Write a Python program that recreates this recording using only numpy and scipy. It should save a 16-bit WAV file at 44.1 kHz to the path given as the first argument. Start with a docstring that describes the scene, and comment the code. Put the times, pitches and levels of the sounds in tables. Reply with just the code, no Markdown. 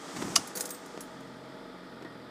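"""A four-cylinder car engine starts, heard from the driver's seat. First it gathers speed, and hard firings
shake the car in a low rumble under a swelling hiss. The ignition key springs back against its stop with
a sharp snap, and the other keys on its ring collide and jangle. The hiss fades and a faint whine sinks
as the firings, filtered by the car body, settle to a fast, muffled idle. A few soft knocks sound in the
cabin along the way, the last with a brief ping."""
import sys
import numpy as np
from scipy import signal
from scipy.fft import rfft, irfft, next_fast_len
from scipy.io import wavfile
from scipy.ndimage import uniform_filter1d, map_coordinates

SR = 44100
rng = np.random.default_rng(int(sys.argv[2]) if len(sys.argv) > 2 else 0)


def persist_wave(psi):
    """Save psi, clipped to +-1, as 16-bit WAV."""
    counts = np.round(np.clip(psi, -1, 1) * 32767).astype(np.int16)
    wavfile.write(sys.argv[1], SR, np.atleast_2d(counts).T)


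N = 101429

# narrow resonances of the car at idle: pitch_hz, level_db, width_hz
DRONE_MODES = [(185, -59.5, 9.81), (264.2, -54.5, 11.8), (613, -59.5, 3.5), (639, -60, 5.4),
               (849.4, -61.5, 11.5), (1210, -69.5, 10.5), (1286, -65.5, 16)]
# their common gain: time_s, gain_db
DRONE_GAIN = [(.3, -12), (.8, -0.5), (1.6, 2.5), (1.9, -2.5), (2.3, -5)]
# course of the whine: time_s, pitch_hz, level_db
WHINE_GLIDE = [(.45, 520, -77), (.58, 507, -47), (.72, 490.5, -53), (.95, 475, -53), (1.25, 464, -57.5),
               (1.7, 470, -54.5), (2.3, 450, -62)]

# knocks in the cabin: start_s, thud_db, tick_db
KNOCK_HITS = [(.164, -41, -36), (.169, -48, -36), (0.2183, -36.5, -37.5), (0.2234, -32, -35),
              (.575, -38, -41), (.859, -41.5, -58), (2.0235, -37.5, -48), (2.048, -34, -53)]
# short, dry bumps: start_s, peak_db
BUMP_HITS = [(0.2817, -25.5), (0.9766, -25), (2.0246, -39)]
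# spectra of a thud, a tick and a bump: frequency_hz, relative_db
THUD_SPECTRUM = [(30, -43), (80, -24), (170, 8.5), (400, 9), (700, -11), (1400, -16.5), (4000, -24),
                 (12000, -54.5)]
TICK_SPECTRUM = [(30, -51.5), (300, -7), (1000, 2), (2500, -2), (5000, -7), (9000, -14), (15000, -28)]
BUMP_SPECTRUM = [(30, -36), (120, -6), (300, 2.5), (600, 2), (1200, -14), (2500, -14.5), (5000, -19),
                 (9000, -32.5), (15000, -45)]

# keys striking each other: start_s, clash_db, ring_db
KEY_HITS = [(0.4733, -40, -51), (0.5534, -44, -38), (.5718, -30.5, -32), (0.599, -35, -45),
            (0.6079, -26, -24), (.6548, -33.5, -42), (.6915, -39.5, -50), (.7055, -35, -34),
            (0.746, -43, -50), (0.8604, -48, -63), (1.0066, -39, -39.5), (1.206, -57, -67)]
# modes of the keys: pitch_hz, relative_db, t60_s
KEY_MODES = [(6590, -11.5, 0.1), (8430, -19, 0.077), (9500, -16, 0.17), (11100, -3.5, 0.076),
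             (12610, -20, 0.064), (14550, -18, 0.19)]
# spectrum of their contact: frequency_hz, relative_db
CLASH_SPECTRUM = [(50, -51), (500, -23), (1500, -5), (3000, -11.5), (4500, -1.5), (5300, 1), (6700, 2),
                  (9000, 1), (10000, -4), (11200, -3), (12500, -9), (15000, -4)]
# single tones that ring out: start_s, pitch_hz, level_db, t60_s
KEY_PINGS = [(0.5525, 4530, -40, 0.1), (.556, 14560, -40, .25), (.704, 14550, -43, 0.2),
             (0.712, 8410, -40, 0.21), (2.049, 1875, -47.5, 0.42)]
CLATTER_FROM_S, CLATTER_TO_S, CLATTER_DB, CLATTER_SPREAD_DB = .555, 0.68, -42.5, 3

# contacts of the lock springing back: start_s, relative_db
LOCK_HITS = [(0.3563, -22), (.3576, -25), (.3592, -14.5), (0.361, -9), (0.3626, -9), (.3733, -31)]
# modes of the lock: pitch_hz, relative_db, t60_s
LOCK_MODES = [(696, -14, 0.07), (1170, -4.5, 0.049), (1318, -5, 0.045), (2137, 0, 0.02), (2930, -6, 0.048),
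              (3770, -3.5, 0.027), (4450, -4, 0.029), (4880, 4.5, 0.032), (5210, -6.5, 0.037),
              (5880, 3, 0.03), (6310, 0, 0.04), (6630, -5, .028), (7930, -9.5, .03), (10140, -5, 0.022)]
# spectrum of one contact: frequency_hz, relative_db
CRACK_SPECTRUM = [(30, -58), (200, -41.5), (500, -26.5), (750, -6.5), (2000, -7), (4200, -0.5), (5100, 2.5),
                  (6500, -1), (8500, -4.5), (10000, -6), (11700, -12), (12700, -15), (15000, -19.5)]
LOCK_GAIN_DB, LOCK_RING_DB = -3, -11.5

# spectra of the start's rumble and hiss: frequency_hz, relative_db
RUMBLE_SPECTRUM = [(30, -43), (80, -21.5), (130, -8.5), (185, 1), (270, -2), (370, -7), (520, -22),
                   (850, -14), (1500, -26), (4000, -38)]
HISS_SPECTRUM = [(30, -50), (200, -16), (600, 8.5), (1300, 3.5), (2400, -3), (4200, -5), (5500, 0),
                 (8300, -2), (10000, -10.5), (11500, -17.5), (15000, -26)]
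# envelope of the hiss: time_s, level_db
HISS_ENVELOPE = [(0, -52.5), (.13, -47), (.23, -43.5), (.34, -43.5), (.44, -44.5), (.55, -53.5),
                 (.75, -54.5), (1.0, -57.5), (1.4, -67), (2.3, -78)]
# modes of the engine bay, relative to the hiss: pitch_hz, relative_db, width_hz
BAY_MODES = [(812, -8, 32.7), (908, -23.5, 36), (1212, -11, 35)]
# the first hard firings: start_s, peak_db
CHUG_HITS = [(.144, -38), (.162, -37), (.184, -32.5), (.203, -34.5), (0.2213, -31), (.243, -35),
             (.255, -32), (.295, -32.5), (.31, -36), (.326, -35), (.382, -33.5)]
# modes of the car that they shake: pitch_hz, relative_db, t60_s
CHUG_MODES = [(135, -5.5, 0.067), (180, 0.5, 0.066), (282, 0, 0.042), (382, -9, 0.036)]
RUMBLE_PEAK_S, RUMBLE_RISE_S, RUMBLE_FALL_S, RUMBLE_DB = 0.24, 0.057, 0.11, -40

# engine speed: time_s, firing_rate_hz
FIRING_RATE = [(0, 17.8), (.15, 31.6), (.3, 45), (.6, 46.5), (.85, 45.7), (1.1, 45.4), (1.38, 44),
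               (1.6, 46), (1.78, 45.1), (2.0, 44.2), (2.17, 41), (2.3, 42.6)]
# engine envelopes, before the gains below: time_s, firing_db, machinery_db
ENGINE_ENVELOPES = [(0, -76, -47), (.1, -77, -44.5), (.3, -48, -50), (.48, -52.5, -49.5), (.6, -45, -46),
                    (.75, -52.5, -49.5), (.86, -48.5, -49.5), (1.15, -56, -50), (1.58, -52, -50.5),
                    (1.76, -52, -51), (2.06, -49, -51), (2.3, -52.5, -51)]
# strength of each cylinder in firing order: relative_db
CYLINDER_DB = [4.5, -4, 4.5, -3]
# spectra of the car body's response and of the machinery: frequency_hz, relative_db
BODY_SPECTRUM = [(30, -53), (135, -26), (180, -15), (270, -3), (340, -1.5), (410, -10), (480, -2),
                 (550, -11.5), (625, -7), (730, -19), (860, -8.5), (1050, -34.5), (1270, -9.5),
                 (2200, -24.5), (6000, -66)]
MACHINERY_SPECTRUM = [(35, -34.5), (100, -20), (138, -16), (172, -6.5), (310, -2), (410, -10), (485, -5),
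                      (530, -14.5), (630, -7), (720, -14), (850, -9), (930, -9), (1050, -15.5), (1250, -6),
                      (1420, -14.5), (1900, -14), (2300, -21.5), (2800, -26.5), (3350, -17.5), (4000, -23),
                      (5100, -22.5), (6200, -38), (7800, -35.5), (10500, -39.5), (15500, -45.5)]
# the exhaust's hum: multiple_of_firing_rate, level_db
HUM_HARMONICS = [(1, -71.5), (2, -73.5), (4, -62), (5, -63), (6, -56.5), (14, -66.5)]
# the exhaust's boom at three times the firing rate: time_s, level_db
BOOM_ENVELOPE = [(0, -85), (.5, -65), (1.06, -68), (1.12, -58), (1.3, -54.5), (1.52, -55), (1.58, -62),
                 (1.78, -66), (1.98, -55.5), (2.3, -57)]
FIRING_GAIN_DB, MACHINERY_GAIN_DB = -1.5, 1
JITTER_S, SCATTER_DB, PULSING_DEPTH, HUM_RISE_S = 0.00024, 2, 0.074, 0.94

CABIN_T60_S, CABIN_DB = 0.1, -10
LOW_CUT_HZ, HIGH_CUT_HZ = 35, 15250


def amp(db):
    """Amplitude ratio of a level in decibels."""
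    return 10 ** (np.asarray(db) / 20)


def unit(x):
    """Normalisation to rms 1."""
    return x / np.sqrt(np.mean(x ** 2) + 1e-20)


def gain(spectrum, hz):
    """Magnitude response, interpolated in decibels over log frequency."""
    knots_hz, knots_db = np.transpose(spectrum)
    return amp(np.interp(np.log(hz + 1), np.log(knots_hz + 1), knots_db))


def curves(rows):
    """Linear interpolation of each column after the time, one value per sample."""
    times, *columns = np.transpose(rows)
    return [np.interp(np.arange(N) / SR, times, column) for column in columns]


def wobble(rate_hz):
    """Slow random modulation: a spline through rate_hz knots a second."""
    return map_coordinates(rng.standard_normal(200), [np.arange(N) * rate_hz / SR], mode="mirror")


def filtered(x, response):
    """Linear filtering: the spectrum of x times a frequency response."""
    size = next_fast_len(len(x) + 8192)
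    return irfft(rfft(x, size) * response(np.fft.rfftfreq(size, 1 / SR)), size)[:len(x)]


def noise(spectrum):
    """Spectral shaping: white noise coloured and scaled to rms 1."""
    return unit(filtered(rng.standard_normal(N), lambda hz: gain(spectrum, hz)))


def impulse(spectrum, size=8192):
    """Minimum-phase impulse response: folding the cepstrum makes it causal."""
    cepstrum = irfft(np.log(gain(spectrum, np.fft.rfftfreq(size, 1 / SR))))
    cepstrum[1:size // 2] *= 2
    cepstrum[size // 2 + 1:] = 0
    return irfft(np.exp(rfft(cepstrum)))


def burst(spectrum, t60, size=16384):
    """Source and filter: exponentially decaying noise excites a body with this spectrum."""
    body = impulse(spectrum)
    excitation = rng.standard_normal(size) * amp(-60 * np.arange(size) / SR / t60)
    return signal.fftconvolve(excitation, body / np.linalg.norm(body))[:size]


def waver(hz, width_hz, size):
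    """Phase diffusion: a random walk in phase broadens a tone's spectral line."""
    drift = np.cumsum(rng.standard_normal(size)) * np.sqrt(2 * np.pi * width_hz / SR)
    cycles = hz * np.arange(size) / SR + rng.random()
    return np.sin(2 * np.pi * cycles + uniform_filter1d(drift, size=128))


def ring(modes, vary_db, width_hz, size=16384):
    """Free vibration: a sum of damped modes, excited a little differently at each strike."""
    t = np.arange(size) / SR
    out = np.zeros(size)
    for hz, db, t60 in modes:
        decay = amp(db + vary_db * rng.normal() - 60 * t / t60)
        attack = 1 - np.exp(-t * hz)
        out += decay * attack * waver(hz, width_hz, size)
    return out


def add(track, start_s, sound):
    """Superposition of a sound on the track."""
    part = track[round(start_s * SR):][:len(sound)]
    part += sound[:len(part)]


def cabin(x):
    """Reverberation: the padded interior absorbs sound quickly, leaving a short tail."""
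    tail = burst([(100, -1), (5000, -3.0), (15000, 2)], CABIN_T60_S)
    delayed_tail = np.pad(tail / np.linalg.norm(tail), (SR // 400, 0))
    return x + amp(CABIN_DB) * signal.fftconvolve(x, delayed_tail)[:N]


def drone():
    """Resonance: the running engine sustains a few narrow modes of the car."""
    gain_db, = curves(DRONE_GAIN)
    return amp(gain_db) * sum(amp(db) * waver(hz, width, N) for hz, db, width in DRONE_MODES)


def whine():
    """Modulation: a thin tone sinks in pitch, slightly unsteady in phase and amplitude."""
    hz, db = curves(WHINE_GLIDE)
    phase = 2 * np.pi * np.cumsum(hz) / SR + 0.3 * wobble(30)
    return amp(db + 1.059 * wobble(16)) * np.sin(phase)


def knocks():
    """Heavily damped impacts: each knock is a thud with a tick, each bump a single impulse response."""
    out = np.zeros(N)
    for start_s, thud_db, tick_db in KNOCK_HITS:
        add(out, start_s, amp(thud_db) * burst(THUD_SPECTRUM, t60=0.03))
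        add(out, start_s, amp(tick_db) * burst(TICK_SPECTRUM, t60=0.037))
    push = impulse(BUMP_SPECTRUM)
    for start_s, peak_db in BUMP_HITS:
        add(out, start_s, amp(peak_db) * push / np.abs(push).max())
    return out


def keys():
    """Collision: swinging keys radiate broadband contact noise and ring in their high modes."""
    out = np.zeros(N)
    for start_s, clash_db, ring_db in KEY_HITS:
        add(out, start_s, amp(clash_db) * burst(CLASH_SPECTRUM, t60=0.049))
        add(out, start_s, amp(ring_db) * ring(KEY_MODES, vary_db=4.5, width_hz=65))
    for start_s, hz, db, t60 in KEY_PINGS:
        add(out, start_s, ring([(hz, db, t60)], vary_db=0, width_hz=24.7))
    # a clatter of light touches grows sparser and softer
    touches = rng.random(size=(24, 2))
    for k, (slip, strength) in enumerate(touches):
        progress = (k + slip) / len(touches)
        start_s = CLATTER_FROM_S + (CLATTER_TO_S - CLATTER_FROM_S) * progress ** 1.4
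        touch_db = CLATTER_DB + CLATTER_SPREAD_DB * (strength - 2 * progress)
        add(out, start_s, amp(touch_db) * burst(CLASH_SPECTRUM, t60=0.04))
    return out


def ignition_lock():
    """Impact excitation: the key springs back to its stop in quick contacts that ring the lock."""
    out = np.zeros(N)
    for start_s, db in LOCK_HITS:
        crack = burst(CRACK_SPECTRUM, t60=0.015)
        ringing = amp(LOCK_RING_DB) * ring(LOCK_MODES, vary_db=1.5, width_hz=60)
        add(out, start_s, amp(db + LOCK_GAIN_DB) * (crack + ringing))
    return out


def engine_catching():
    """Transient response: hard firings ring the car's low modes amid a rumble and a ringing hiss."""
    from_peak_s = np.arange(N) / SR - RUMBLE_PEAK_S
    width_s = np.where(from_peak_s < 0, RUMBLE_RISE_S, RUMBLE_FALL_S)
    swell = np.exp(-.5 * (from_peak_s / width_s) ** 2)
    hiss_db, = curves(HISS_ENVELOPE)
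    bay = sum(amp(db) * waver(hz, width, N) for hz, db, width in BAY_MODES)
    rumble = amp(RUMBLE_DB) * swell * noise(RUMBLE_SPECTRUM)
    hiss = amp(hiss_db + 0.53 * wobble(49.1)) * (noise(HISS_SPECTRUM) + bay)
    out = rumble + hiss
    for start_s, peak_db in CHUG_HITS:
        chug = ring(CHUG_MODES, vary_db=3.5, width_hz=13)
        add(out, start_s, amp(peak_db) * chug / np.abs(chug).max())
    return out


def exhaust(cycles):
    """Harmonics of the firing rate: a hum builds as the idle steadies, and the third harmonic booms."""
    hum = sum(amp(db + 2.2 * wobble(6)) * np.sin(2 * np.pi * (k * cycles + rng.random()))
              for k, db in HUM_HARMONICS)
    fade_in = np.clip(np.arange(N) / SR / HUM_RISE_S, 0, 1)
    boom_db, = curves(BOOM_ENVELOPE)
    return hum * fade_in + amp(boom_db) * np.sin(2 * np.pi * 3 * cycles)


def machinery(cycles, level_db):
    """Amplitude modulation: mechanical noise pulses at the firing rate."""
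    pulsing = 1 + PULSING_DEPTH * np.cos(2 * np.pi * cycles)
    return noise(MACHINERY_SPECTRUM) * pulsing * amp(level_db + 0.4 * wobble(15))


def firings(cycles, level_db):
    """Forced vibration: a pulse train from four unequal cylinders drives the car body."""
    onsets = np.flatnonzero(np.diff(np.floor(cycles)))
    jitter, scatter = rng.standard_normal((200, 2))[:len(onsets)].T
    onsets += np.round(JITTER_S * SR * jitter).astype(int)
    pulses = np.zeros(N)
    pulses[np.clip(onsets, 0, N - 1)] = amp(np.resize(CYLINDER_DB, len(onsets)) + SCATTER_DB * scatter)
    body = burst(BODY_SPECTRUM, t60=.14)
    return unit(signal.fftconvolve(pulses, body)[:N]) * amp(level_db)


def engine():
    """Synchronous sources: firings, machinery and exhaust share one phase, the firing rate's integral."""
    rate_hz, = curves(FIRING_RATE)
    firing_db, machinery_db = curves(ENGINE_ENVELOPES)
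    cycles = np.cumsum(rate_hz) / SR
    thumps = firings(cycles, firing_db + FIRING_GAIN_DB)
    whirr = machinery(cycles, machinery_db + MACHINERY_GAIN_DB)
    return thumps + whirr + exhaust(cycles)


def scene():
    """Superposition of the engine beyond the dashboard and the close sounds with their reverberation."""
    beyond_dashboard = engine() + drone() + engine_catching() + whine()
    close_by = ignition_lock() + keys() + knocks()
    return (beyond_dashboard + cabin(close_by))[None]


def record(dry):
    """Band limiting: a high-pass removes the deepest bass, a steep low-pass the highest treble."""
    high_passed = filtered(dry[0], lambda hz: hz ** 4 / np.hypot(hz ** 4, LOW_CUT_HZ ** 4))
    return filtered(high_passed, lambda hz: 1 / np.sqrt(1 + (hz / HIGH_CUT_HZ) ** 240))[None]


dry = scene()
out = record(dry)
persist_wave(out)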